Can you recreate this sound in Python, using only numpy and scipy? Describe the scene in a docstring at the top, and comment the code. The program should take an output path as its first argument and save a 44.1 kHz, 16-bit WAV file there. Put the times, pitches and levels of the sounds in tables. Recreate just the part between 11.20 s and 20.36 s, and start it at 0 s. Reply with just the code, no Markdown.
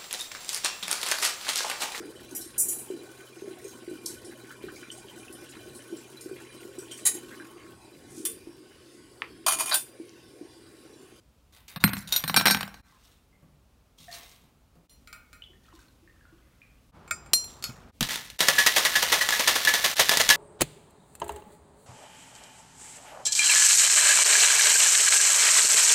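"""Ice is the main sound: it slides off a metal scoop, clinks into a stemmed glass, and is later shaken hard.
Liqueur and water run through a steel jigger into a shaker; its lid is slapped on, then the load hits
the two ends by turns, about eleven blows a second. Contacts are noise bursts, struck objects are dying
tones, and liquid is made of rising bubble tones and patter. Faint air and a room surround it all.
Eight short sections are joined by quick fades. Table levels are relative; the functions trim them."""
import sys
import numpy as np
from scipy import signal
from scipy.io import wavfile

SR = 44100
rng = np.random.default_rng(int(sys.argv[2]) if len(sys.argv) > 2 else 0)


def store_pcm(level_fs):
    """Save levels as 16-bit WAV."""
    pcm = np.round(np.clip(level_fs, -1, 1) * 32767).astype(np.int16)
    wavfile.write(sys.argv[1], SR, np.atleast_2d(pcm).T)


N = 403956
TIME = np.arange(N) / SR
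AGE = TIME[:SR // 2]  # time since a blow, in s


def amp(db):
    """Turns decibels into a gain."""
    return 10 ** (np.asarray(db) / 20)


def unit(x):
    """Scales a sound to rms 1."""
    return x / np.sqrt(np.mean(x ** 2) + 1e-20)


def blow(x):
    """Scales a struck sound to rms 1 over its first hundredth of a second."""
    return x / np.sqrt(np.mean(x[:441] ** 2) + 1e-20)


def read(points, hz):
    """Reads between the points of a table on a log-frequency axis."""
    f, value = np.transpose(points)
    return np.interp(np.log(hz + 1), np.log(np.sort(f) + 1), value)


def add(mix, s, sound):
    """Lays a sound into the mix at time s."""
    part = mix[max(round(s * SR), 0):][:len(sound)]
    part += sound[:len(part)]


def fade(t, t60):
    """Falls 60 dB in t60 seconds."""
    return np.exp(-np.log(1000) * t / np.maximum(t60, 1e-4))


def swell(start, length, rise_s, t60):
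    """Rises from start, and begins to die away once length has passed."""
    age = np.maximum(TIME - start, 0)
    rise = np.minimum(age / max(rise_s, 1e-3), 1)
    return rise * fade(np.clip(age - length, 0, 2 * t60), t60)


def colour(x, spectrum, size=4096):
    """Causal filter with the given spectrum that keeps the power of white noise."""
    hz = abs(np.fft.fftfreq(size, 1 / SR))
    log_gain = np.log(amp(read(spectrum, hz)) + 1e-5)
    # the Hilbert transform of the log gain supplies the phase of a causal filter
    taps = np.fft.ifft(np.exp(np.conj(signal.hilbert(log_gain)))).real[:size // 2]
    return signal.oaconvolve(x, taps / np.linalg.norm(taps))[:len(x)]


def ring(modes, scatter_db):
    """A struck object is a sum of dying tones; each blow shares its energy a little differently."""
    hz, db, t60 = np.transpose(modes)[:, :, None]
    signs = rng.choice([-1, 1], hz.shape)
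    gains = signs * amp(db + scatter_db * rng.standard_normal(hz.shape))
    tones = gains * fade(AGE, t60) * np.sin(2 * np.pi * hz * AGE)
    return blow(tones.sum(0))


def two_spots(modes):
    """Gives the tones of one object as they sound from each of two strike points."""
    hz, t60, first_db, second_db = np.transpose(modes)
    return np.c_[hz, first_db, t60], np.c_[hz, second_db, t60]


def crack(t60):
    """A contact makes a short burst without pitch."""
    return blow(rng.standard_normal(len(AGE)) * fade(AGE, t60))


def chink(t60, count=14):
    """A lump of ice has its own short, irregular tones."""
    hz = rng.uniform(3000, 15500, count)
    tone_t60 = t60 * rng.uniform(.5, 1.5, count)
    return ring(np.c_[hz, np.zeros(count), tone_t60], scatter_db=3)


def collisions(per_s, spread_db, t60, count=12):
    """A dense rain of small contacts, drawn from a dozen different bursts."""
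    at = rng.integers(0, N, (count, int(per_s * N / SR / count) + 1))
    out = np.zeros(N)
    for places in at:
        size = np.minimum(rng.exponential(1, len(places)), 3.5)
        train = np.zeros(N)
        train[places] = amp(spread_db * size)
        out += signal.oaconvolve(train, crack(t60)[:SR // 50])[:N]
    return unit(out)


def bubble(hz, t60, rise, swell_s):
    """An air pocket rings and climbs in pitch as it nears the surface."""
    t = AGE[:SR // 4]
    tone = np.sin(2 * np.pi * hz * (t + rise * t ** 2 / 2))
    tone = tone * fade(t, t60) * (1 - np.exp(-t / swell_s))
    return tone / abs(tone).max()


# The sections, where room share grows with distance:
# t/s, room tone level/dB, close tone level/dB, room share level/dB
TAKES = [(0, -62, -70, -0.5), (0.591, -55.5, -78, -15), (1.62, -62.5, -69, 0.5), (3.679, -59.5, -70, -2.5),
         (5.717, -66, -52, -20), (6.715, -57, -79, -14), (7.182, -56.5, -78, -14.5),
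         (8.751, -54, -55, -22.5)]


def by_take(column):
    """A setting holds for the length of each section."""
    start = np.transpose(TAKES)[0]
    section = np.maximum(np.searchsorted(start, TIME, "right") - 1, 0)
    return amp(column[section])


# Spectrum of the room's air: f/Hz, level/dB
ROOM_TONE = [(15, -37.5), (25, -12.5), (54, -6), (101, -15.5), (176, -20), (293, -21.5), (344, -33),
             (404, -29.5), (529, -28.5), (1310, -45.5), (2430, -38), (3630, -39.5), (15000, -46.5)]
# Spectrum of the same air heard from close by: f/Hz, level/dB
CLOSE_TONE = [(15, -29), (25, -2), (71, 0), (224, -5.5), (264, -8), (301, -14.5), (363, -8.5), (475, -12.5),
              (1240, -12.5), (1860, -22.5), (15000, -47)]


def air():
    """Steady noise of the air, blended from a room colour and a close colour in each section."""
    _, far_db, close_db, _ = np.transpose(TAKES)
    far, close = rng.standard_normal((2, N))
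    return by_take(far_db) * colour(far, ROOM_TONE) + by_take(close_db) * colour(close, CLOSE_TONE)


def sliding(slides):
    """How hard the ice is sliding at each moment."""
    rise_s, t60 = 0.012, .3
    return sum(amp(db) * swell(s, length, rise_s, t60) for s, length, db in slides)


# Ice striking the scoop: t/s, tick level/dB, ring level/dB
SCOOP_HITS = [(0.3357, -54.5, -62), (0.4807, -35, -60), (0.6038, -37, -38), (0.8744, -39, -43.5),
              (0.9238, -17, -21), (0.9392, -26, -30), (0.9617, -19, -19.5)]
# Tones of the scoop: f/Hz, level/dB, t60/s
SCOOP_MODES = [(1450, -12, .08), (3738, 0, .1), (3960, -6, .06), (4200, -5, .07), (4400, -7, .06),
               (5772, -11, .15), (6821, -9, .09), (8570, -15, .1), (9593, -14, .1), (10640, -14, .12),
               (11980, -14, .1), (13050, -11, .12)]
# Cubes sliding down the scoop: start t/s, length t/s, level/dB
SLIDES = [(0.321, 0.051, -58), (0.478, 0.0096, -48.5), (0.597, 0.016, -45), (0.87, 0.096, -43),
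          (0.918, .05, -38.5)]
# Spectrum of ice scraping on the scoop: f/Hz, level/dB
SCRAPE = [(300, -15.5), (1000, -2.5), (2500, -6), (4100, -1.5), (5200, -5), (8000, -6.5), (12500, -7.5),
          (16000, -13)]
# Spectrum of a tick on metal, for scoop and jigger: f/Hz, level/dB
TICK = [(200, -16), (700, -8.5), (1800, -8.5), (3000, -0.5), (5000, 0), (8000, -8.5), (12000, -10.5),
        (16000, -6.5)]


def scoop():
    """Cubes scrape down the scoop and strike its sides; rubbing and blows excite the same tones."""
    ticks, rings = np.zeros((2, N))
    for s, tick_db, ring_db in SCOOP_HITS:
        add(ticks, s, amp(tick_db - 10.5) * crack(t60=0.06))
        add(rings, s, amp(ring_db) * ring(SCOOP_MODES, scatter_db=4.5))
    friction = collisions(per_s=1800, spread_db=6.5, t60=0.0053)
    singing = unit(signal.oaconvolve(friction, ring(SCOOP_MODES, scatter_db=0))[:N])
    scrape = sliding(SLIDES) * (amp(-2.0) * colour(friction, SCRAPE) + amp(-12) * singing)
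    return colour(ticks, TICK) + rings + scrape


# Ice landing in the glass: t/s, knock level/dB, ring level/dB, contact height (0 base to 1 wall)
CUBES = [(0.561, -27, -42.5, 0.043), (0.639, -6, -14, 0.0063), (0.678, -23.5, -41.5, .1),
         (0.692, -26.5, -54, .1), (0.733, -20.5, -31, 0.04), (0.768, -28.5, -52.5, 0.091),
         (1.039, -19.5, -33.5, 0.13), (1.078, -25, -22.5, 0.33), (1.097, -18.5, -43, 0.26),
         (1.143, -13, -42, 0.94), (1.163, -16.5, -10.5, 0.62), (1.172, -9.5, -18.5, .45),
         (1.198, -17, -41.5, .5), (1.211, -16, -39, 0.41), (1.256, -10, -17.5, 0.6),
         (1.261, -11, -27, 0.63), (1.27, -9.5, -21.5, 1), (1.281, -11, -19, 0.67), (1.3, -17.5, -24, 0.61),
         (1.309, -13.5, -12, 0.48), (1.347, -14, -57, 0.62), (1.371, -23, -48, 0.52),
         (1.408, -20.5, -33, 0.56), (1.43, -22, -61, 0.64), (1.478, -34.5, -53.5, 0.86),
         (1.542, -38, -54, 1)]
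# Tones of the glass: f/Hz, t60/s (before the ice damps it), level/dB struck at base, level/dB struck on wall
GLASS = [(1365, .25, -38, -10), (1553, .25, -24, 1), (1660, .25, -30, -6), (2388, .26, -40, -7),
         (3805, .27, -28, -4), (4095, .25, -14, -4), (4132, .18, -4, -1), (4543, .11, -30, -2),
         (5232, .14, -30, -9), (5538, .24, -45, -4), (5771, .18, -45, -7), (6136, .14, -40, -11),
         (6812, .2, -40, -13), (8247, .11, -40, -6), (8660, .11, -1, -14), (9905, .18, -45, -9),
         (10350, .11, -17, -8), (11642, .14, -4, -16), (11950, .12, -35, -14), (12595, .13, 1, -13),
         (13045, .12, -3, -13), (14836, .12, -35, -16), (15360, .15, -11, -11)]
# Tones of the wooden counter: f/Hz, level/dB, t60/s
COUNTER = [(85, -16.5, 0.3), (116, -9.5, 0.16), (160, 2, 0.083), (200.5, -0.5, 0.17), (265.3, 5.5, 0.045)]
# Spectrum of a cube's knock: f/Hz, level/dB
KNOCK = [(100, -19.5), (400, -8.5), (900, 2), (2000, 0), (3200, -3), (5000, -8), (7000, -35.5),
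         (11000, -22.5), (16000, -19.5)]
CHINK_DB = -19  # the cube's own ring, relative to its knock
THUD_DB, THUD_LOSS_DB = -8, 13  # counter under a blow on the base, and how much less from the wall
DAMPING_T60 = .55  # s; ice lying against the wall shortens its ring


def ice_in_glass():
    """Each cube knocks and rings the bowl; the lower it lands, the more its stem thumps the counter."""
    knocks, rings = np.zeros((2, N))
    base, wall = two_spots(GLASS)
    for s, knock_db, ring_db, height in CUBES:
        height = np.clip(height, 0, 1)
        bowl = amp(-4.5) * (1 - height) * ring(base, scatter_db=0.5)
        bowl += height * ring(wall, scatter_db=2.0)
        knock = crack(t60=0.023) + amp(-19.5) * crack(t60=0.08)
        thud = ring(COUNTER, scatter_db=3.5) * (1 - np.exp(-AGE / 0.0037))
        add(knocks, s, amp(knock_db - 10.0) * knock)
        add(rings, s, amp(ring_db) * bowl * fade(AGE, DAMPING_T60))
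        add(rings, s, amp(knock_db + CHINK_DB) * chink(t60=0.03, count=8))
        add(rings, s, amp(knock_db + THUD_DB - THUD_LOSS_DB * height) * thud)
    return colour(knocks, KNOCK) + rings


# Cubes skidding round the bowl as they settle: start t/s, length t/s, level/dB
SKIDS = [(0.745, 0.043, -47), (1.03, 0.077, -46), (1.16, 0.2, -43.5), (1.44, 0.11, -60)]
# Spectrum of ice grinding on glass: f/Hz, level/dB
GRIND = [(300, -11.5), (1000, -1.5), (1700, 3.5), (2600, -2.5), (4000, 2), (5500, -9), (9000, -13),
         (16000, -14)]


def chatter(count=36):
    """Skidding cubes grind round the bowl, keep it singing, and chink lightly against each other."""
    motion = sliding(SKIDS)
    grinding = motion * collisions(per_s=350, spread_db=4, t60=0.00594)
    _, wall = two_spots(GLASS)
    bowl = ring(wall, scatter_db=0)
    singing = signal.oaconvolve(grinding, bowl / np.linalg.norm(bowl))[:N]
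    out = amp(-3.5) * colour(grinding, GRIND) + amp(-2.5) * singing
    # random moments between the second landing and the last
    for s, size in rng.uniform([CUBES[1][0], -1], [CUBES[-1][0], 1], (count, 2)):
        add(out, s, motion[int(s * SR)] * amp(-0.5 + 3.3 * size) * chink(t60=0.037))
    return out


# Liquid running into steel: start t/s, length t/s, splash level/dB, bubbling level/dB
POURS = [(1.643, 0.18, -68.5, -69.5), (1.831, 0.057, -66, -79), (2.773, 0.11, -57, -72),
         (2.911, 0.026, -44, -51.5), (3.085, 0.032, -62.5, -67), (4.427, 0.057, -68, -59),
         (4.528, 0.09, -64, -76), (4.861, 0.72, -92, -69), (6.27, 0.047, -52.5, -58),
         (6.437, 0.043, -52, -44.5)]
# Spectrum of the splash: f/Hz, level/dB
SPLASH = [(300, -7), (700, -0.5), (1500, -11.5), (3500, 5.5), (6000, 4.5), (10000, -3.5), (16000, -8)]
# The larger drops and bubbles: t/s, level/dB, f/Hz (at the start of each)
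DROPS = [(1.7232, -52, 1034), (2.1287, -58.5, 2100), (2.786, -46, 3280), (2.84, -51, 3390),
         (2.883, -41, 1820), (2.926, -34, 4370), (4.2214, -33.5, 3005), (4.239, -37, 3350),
         (4.334, -53.5, 1810), (4.484, -49, 1300), (4.5276, -47, 1010), (4.591, -47, 1537),
         (4.6832, -54, 4200), (4.876, -47, 1814), (5.01, -51, 1670), (5.053, -47, 1440),
         (5.4175, -42, 2420), (5.4442, -56, 2440)]
# Large air pockets: t/s, level/dB, f/Hz (at the start of each)
GLUGS = [(2.879, -41.5, 689), (4.298, -50, 363), (4.536, -46, 325), (4.825, -50, 332), (5.124, -47.5, 328)]
DROP_T60, GLUG_T60 = 0.029, 0.042  # s
POUR_RISE_S, POUR_T60 = 0.0073, 0.52  # s; the stream arrives quickly and dribbles away


def liquid(count=36):
    """A thin stream splashes and traps small bubbles; drops plink and the bottle glugs."""
    splash, bubbling, froth = np.zeros((3, N))
    for s, length, splash_db, bubbling_db in POURS:
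        flow = swell(s, length, POUR_RISE_S, POUR_T60)
        splash += amp(splash_db) * flow
        bubbling += amp(bubbling_db) * flow
    # each bubble pitch is born about seven times a second; smaller bubbles die sooner
    for hz in np.geomspace(1100, 3400, count):
        size = np.minimum(rng.exponential(1, N), 3)
        births = (rng.random(N) < 7 / SR) * amp(1.8 * size)
        froth += signal.oaconvolve(births, bubble(hz, t60=60 / hz, rise=1.6, swell_s=0.00043))[:N]
    out = amp(-7.5) * bubbling * unit(froth)
    patter = colour(collisions(per_s=900, spread_db=3.5, t60=.012), SPLASH)
    out += amp(-1.5) * splash * patter
    for s, db, hz in DROPS:
        add(out, s, amp(db - 2.5) * bubble(hz, DROP_T60, rise=0.29, swell_s=0.00026))
    for s, db, hz in GLUGS:
        add(out, s, amp(db - 4.5) * bubble(hz, GLUG_T60, rise=.3, swell_s=0.025))
    return out


# Dull bumps of hands and bottle, and the palm on the lid: t/s, level/dB
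BUMPS = [(2.224, -51), (2.8, -52.5), (3.237, -49), (3.555, -48.5), (6.491, -36.5), (6.81, -22),
         (6.829, -35)]
# Spectrum of a bump's puff: f/Hz, level/dB
BUMP_PUFF = [(30, -3), (70, -17), (130, 0.5), (220, -3.5), (400, -20), (800, -20.5), (3000, -42)]


def hands(thump_hz=125):
    """A soft, dull blow is a low push and a puff of noise."""
    push, puff = np.zeros((2, N))
    for s, db in BUMPS:
        thump = np.sin(2 * np.pi * thump_hz * AGE) * fade(AGE, 0.061)
        add(push, s, amp(db - 18) * blow(thump))
        add(puff, s, amp(db - 3) * crack(t60=0.085))
    return push + colour(puff, BUMP_PUFF)


# The jigger touching bottle or shaker: t/s, tick level/dB, place
TAPS = [(3.6954, -42.5, "cone"), (3.8738, -39.5, "neck"), (3.9283, -33.5, "neck"), (4.13, -39.5, "neck"),
        (4.6159, -59.5, "lip"), (5.8774, -44, "lip"), (5.9096, -19, "lip"), (6.061, -46, "lip"),
        (6.134, -4, "cone"), (6.242, -34, "cone"), (6.4249, -29, "rim"), (6.44, -17, "rim"),
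        (6.4953, -39, "neck")]
# What rings at each place, relative to the tick:
# place: bottle neck level/dB, cone level/dB, lip level/dB, shaker rim level/dB
CONTACTS = {"neck": (-6, -23, -19, -35), "lip": (-1, -38.5, -10, -21), "cone": (-35.5, -12, -18, -53.5),
            "rim": (-18, -25, -25, -7.5)}
# Tones of the jigger: f/Hz, t60/s, level/dB struck on cone, level/dB struck on lip
JIGGER_MODES = [(4196, .23, 0, -30), (4204, .5, -22, -45), (4974, .3, -48, -15), (5776, .35, -9, -28),
                (5850, .35, -22, -26), (6401, .2, -24, -24), (6876, .22, -20, -20), (7325, .14, -20, 0),
                (7370, .42, -18, -15), (7590, .16, -13, -8), (8555, .13, -21, -3), (9647, .11, -5, -22),
                (10968, .22, -11, -32), (12540, .13, -5, -24), (13370, .2, -16, -24), (14950, .2, -26, -35)]
# Tones of the bottle neck: f/Hz, level/dB, t60/s
NECK = [(635, -18, .13), (1255, -4, .1), (1400, 3, .07), (1560, -6, .06), (1850, -9, .08), (2175, -4, .08),
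        (2295, -2, .11), (2520, -4, .09)]
# Tones of the open shaker: f/Hz, level/dB, t60/s
RIM = [(3670, -7, 0.18), (4425, 5.5, .13), (4830, -2, .056), (5100, -2, 0.17), (5450, -15, 0.44),
       (6700, -1.5, .094), (6770, -9.5, 0.31), (7830, -6, .1), (9092, -8.5, .08), (11550, -6, 0.15),
       (14230, -14.5, .12)]


def jigger():
    """The steel measure pings; bottle, shaker and both parts of the jigger answer one touch."""
    ticks, rings = np.zeros((2, N))
    cone, lip = two_spots(JIGGER_MODES)
    for s, tick_db, place in TAPS:
        neck_db, cone_db, lip_db, rim_db = CONTACTS[place]
        add(ticks, s, amp(tick_db - 14.0) * crack(t60=0.026))
        answers = (NECK, neck_db - 6), (RIM, rim_db - 7), (cone, cone_db - 0.5), (lip, lip_db - 2.5)
        for modes, db in answers:
            add(rings, s, amp(tick_db + db) * ring(modes, scatter_db=1))
    return colour(ticks, TICK) + rings


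# The load of ice reaching the cup and the lid in turn:
# t/s, level/dB, cushion (0 ice meets bare steel, 1 liquid arrives first)
STROKES = [(7.205, -10.5, 0.81), (7.2836, -8.5, 0.78), (7.382, -7.5, .05), (7.4628, -7.5, 0.26),
           (7.5612, -5.5, 0.7), (7.651, -9.5, 0.5), (7.7534, -10, 0.1), (7.8229, -10, 0.85),
           (7.919, -6.5, 0.93), (8.0096, -11.5, 0.18), (8.1216, -12.5, 0.16), (8.1928, -10, 0.83),
           (8.2721, -6, 0.61), (8.3538, -11.5, 0.74), (8.4724, -9, .01), (8.5365, -9, 0.63),
           (8.6393, -8.5, 0.56), (8.7927, -4, 1), (8.9096, -9, 0.92), (8.9966, -8.5, 0.89),
           (9.1031, -4.5, 0.27)]
# Single sharp clacks of ice on steel, around the slap on the lid and through the shake: t/s, level/dB
CLACKS = [(6.808, -7.5), (6.828, -9.5), (6.9426, -21), (6.9576, -16.5), (7.1012, -27.5), (7.1909, -5),
          (7.205, 1.5), (7.2845, -1), (7.4636, -5), (7.4717, -1.5), (7.6505, -4.5), (8.089, -6.5),
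          (8.106, -9), (8.45, -5), (8.7677, -8), (8.7973, -3.5), (8.815, -11), (8.8932, -0.5),
          (8.972, -2.5), (9.0134, -5.5), (9.0907, -0.5), (9.1014, 1.5)]
# Ice and liquid tumbling, after the lid slap and through the shake: start t/s, length t/s, level/dB
TUMBLES = [(6.817, 0.035, -36.5), (6.886, 0.059, -33.5), (6.996, 0.14, -59), (7.184, 1.575, -30),
           (8.755, .39, -30)]
# Spectrum of ice in the steel shaker: f/Hz, level/dB
SHAKER_ICE = [(25, -62), (60, -38), (150, -12), (300, -10.5), (560, -5.5), (1100, -3.5), (1800, 0),
              (2400, -2.5), (3400, 0.5), (4300, -2), (4900, -4), (6200, -3.5), (7800, -8), (9500, -7.5),
              (10600, -12.5), (12700, -10.5), (16000, -17)]
# Spectrum of liquid thrown against an end: f/Hz, level/dB
SLOSH = [(30, -42), (100, -13.5), (300, -10), (560, 8), (750, 4.5), (950, 3), (1500, -6), (3000, -11),
         (12000, -49)]
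CUP_HZ, LID_HZ = 1712, 1917  # pitches of the two steel ends
PILE_RISE_S, CUP_FALL_S, LID_FALL_S = 0.0029, 0.027, 0.017  # cubes settle sooner in the narrow lid
END_RING_DB, FAR_END_DB = -1.5, -9  # ring of the struck end, and the other end relative to it
MUFFLE_DB = 24  # ring lost under a full cushion
SLOSH_DB, DRY_DB = -16, -21.5  # liquid's blow under a full cushion, and its change with none
TUMBLE_RISE_S, TUMBLE_T60 = 0.0051, 0.39  # s


def shaker():
    """Cubes pile into each end in a burst of collisions and ring the steel, unless liquid cushions it."""
    force, weight, clacks, rings = np.zeros((4, N))
    for k, (s, db, cushion) in enumerate(STROKES):
        if k % 2:
            near_hz, far_hz, fall_s = LID_HZ, CUP_HZ, LID_FALL_S
        else:
            near_hz, far_hz, fall_s = CUP_HZ, LID_HZ, CUP_FALL_S
        cushion = np.clip(cushion, 0, 1)
        pile = (1 - np.exp(-AGE / PILE_RISE_S)) * np.exp(-AGE / fall_s)
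        pile /= pile.max()
        add(force, s, amp(db - 11.5) * pile)
        add(weight, s, amp(db + SLOSH_DB + DRY_DB * (1 - cushion)) * pile)
        ring_db = db + END_RING_DB - MUFFLE_DB * cushion
        for hz, end_db in (near_hz, ring_db), (far_hz, ring_db + FAR_END_DB):
            # liquid on the wall detunes the steel a little at each blow
            detuned_hz = hz * (1 + .005 * rng.standard_normal())
            tone = np.sin(2 * np.pi * (detuned_hz * AGE + rng.random()))
            add(rings, s, amp(end_db) * tone * fade(AGE, 0.16) * (1 - np.exp(-AGE / 0.001)))
    for s, db in CLACKS:
        clack = crack(t60=0.017) + amp(-5.5) * crack(t60=0.12) + amp(-5) * chink(t60=0.036)
        add(clacks, s, amp(db - 17.5) * clack)

    tumbling = sum(amp(db) * swell(s, length, TUMBLE_RISE_S, TUMBLE_T60) for s, length, db in TUMBLES)
    # whole cubes knock now and then; chips and slush make the dense rattle
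    slush = amp(-1) * collisions(per_s=1800, spread_db=0, t60=0.0037)
    cubes = amp(-7.5) * collisions(per_s=70, spread_db=-1.0, t60=0.012)
    swirl = tumbling * (slush + cubes)
    rattle = amp(-0.5) * collisions(per_s=2400, spread_db=0, t60=0.01)
    knocks = amp(-6) * collisions(per_s=260, spread_db=3, t60=.013)
    ice = force * (rattle + knocks) + swirl + clacks
    slosh = colour(weight * rng.standard_normal(N), SLOSH)
    # every small contact also keeps the two ends singing
    ends = ring([(CUP_HZ, 0, .11), (LID_HZ, -4, .09)], scatter_db=0)
    steel = signal.oaconvolve(ice, ends / np.linalg.norm(ends))[:N]
    return colour(ice, SHAKER_ICE) + slosh + rings + amp(-13.5) * steel


# How long the room's echo lasts at each pitch: f/Hz, t60/s
ROOM_DECAY = [(100, 0.67), (500, 0.59), (2000, 0.56), (6000, 0.046), (15000, 0.4)]


def room(x, size=256):
    """Painted brick walls return a diffuse tail, which dies fastest around 6 kHz."""
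    hz, t, z = signal.stft(rng.standard_normal(len(AGE)), SR, nperseg=size)
    decaying = z * fade(t, read(ROOM_DECAY, hz)[:, None])
    tail = signal.istft(decaying, SR, nperseg=size)[1][:len(AGE)]
    tail *= 1 - np.exp(-(AGE / 0.0045) ** 2)  # the echo builds up over a few milliseconds
    return signal.oaconvolve(x, tail / np.linalg.norm(tail))[:N]


def scene():
    """All the sources, with more of the room in the sections heard from further away."""
    direct = scoop() + ice_in_glass() + chatter() + liquid() + hands() + jigger() + shaker()
    *_, room_db = np.transpose(TAKES)
    return (direct + room(by_take(room_db) * direct) + air())[None]


EDGE_HZ = 15850  # upper band limit


def record(dry):
    """Deep bass is cut; the sound dips between sections; peaks clip; then the treble is cut off."""
    gain = np.ones(N)
    for s, *_ in TAKES[1:]:
        # fade out before each join, fade in after it
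        gain *= np.clip(np.maximum((s - TIME) / 0.018, (TIME - s) / 0.04), .04, 1)
    lean = signal.sosfilt(signal.butter(3, 36, "high", fs=SR, output="sos"), dry)
    clipped = np.clip(lean * gain, -1, 1)
    band_limit = signal.firwin(401, EDGE_HZ, window=("kaiser", 8), fs=SR)
    return signal.oaconvolve(clipped, band_limit[None], "same")


dry = scene()
out = record(dry)
store_pcm(out)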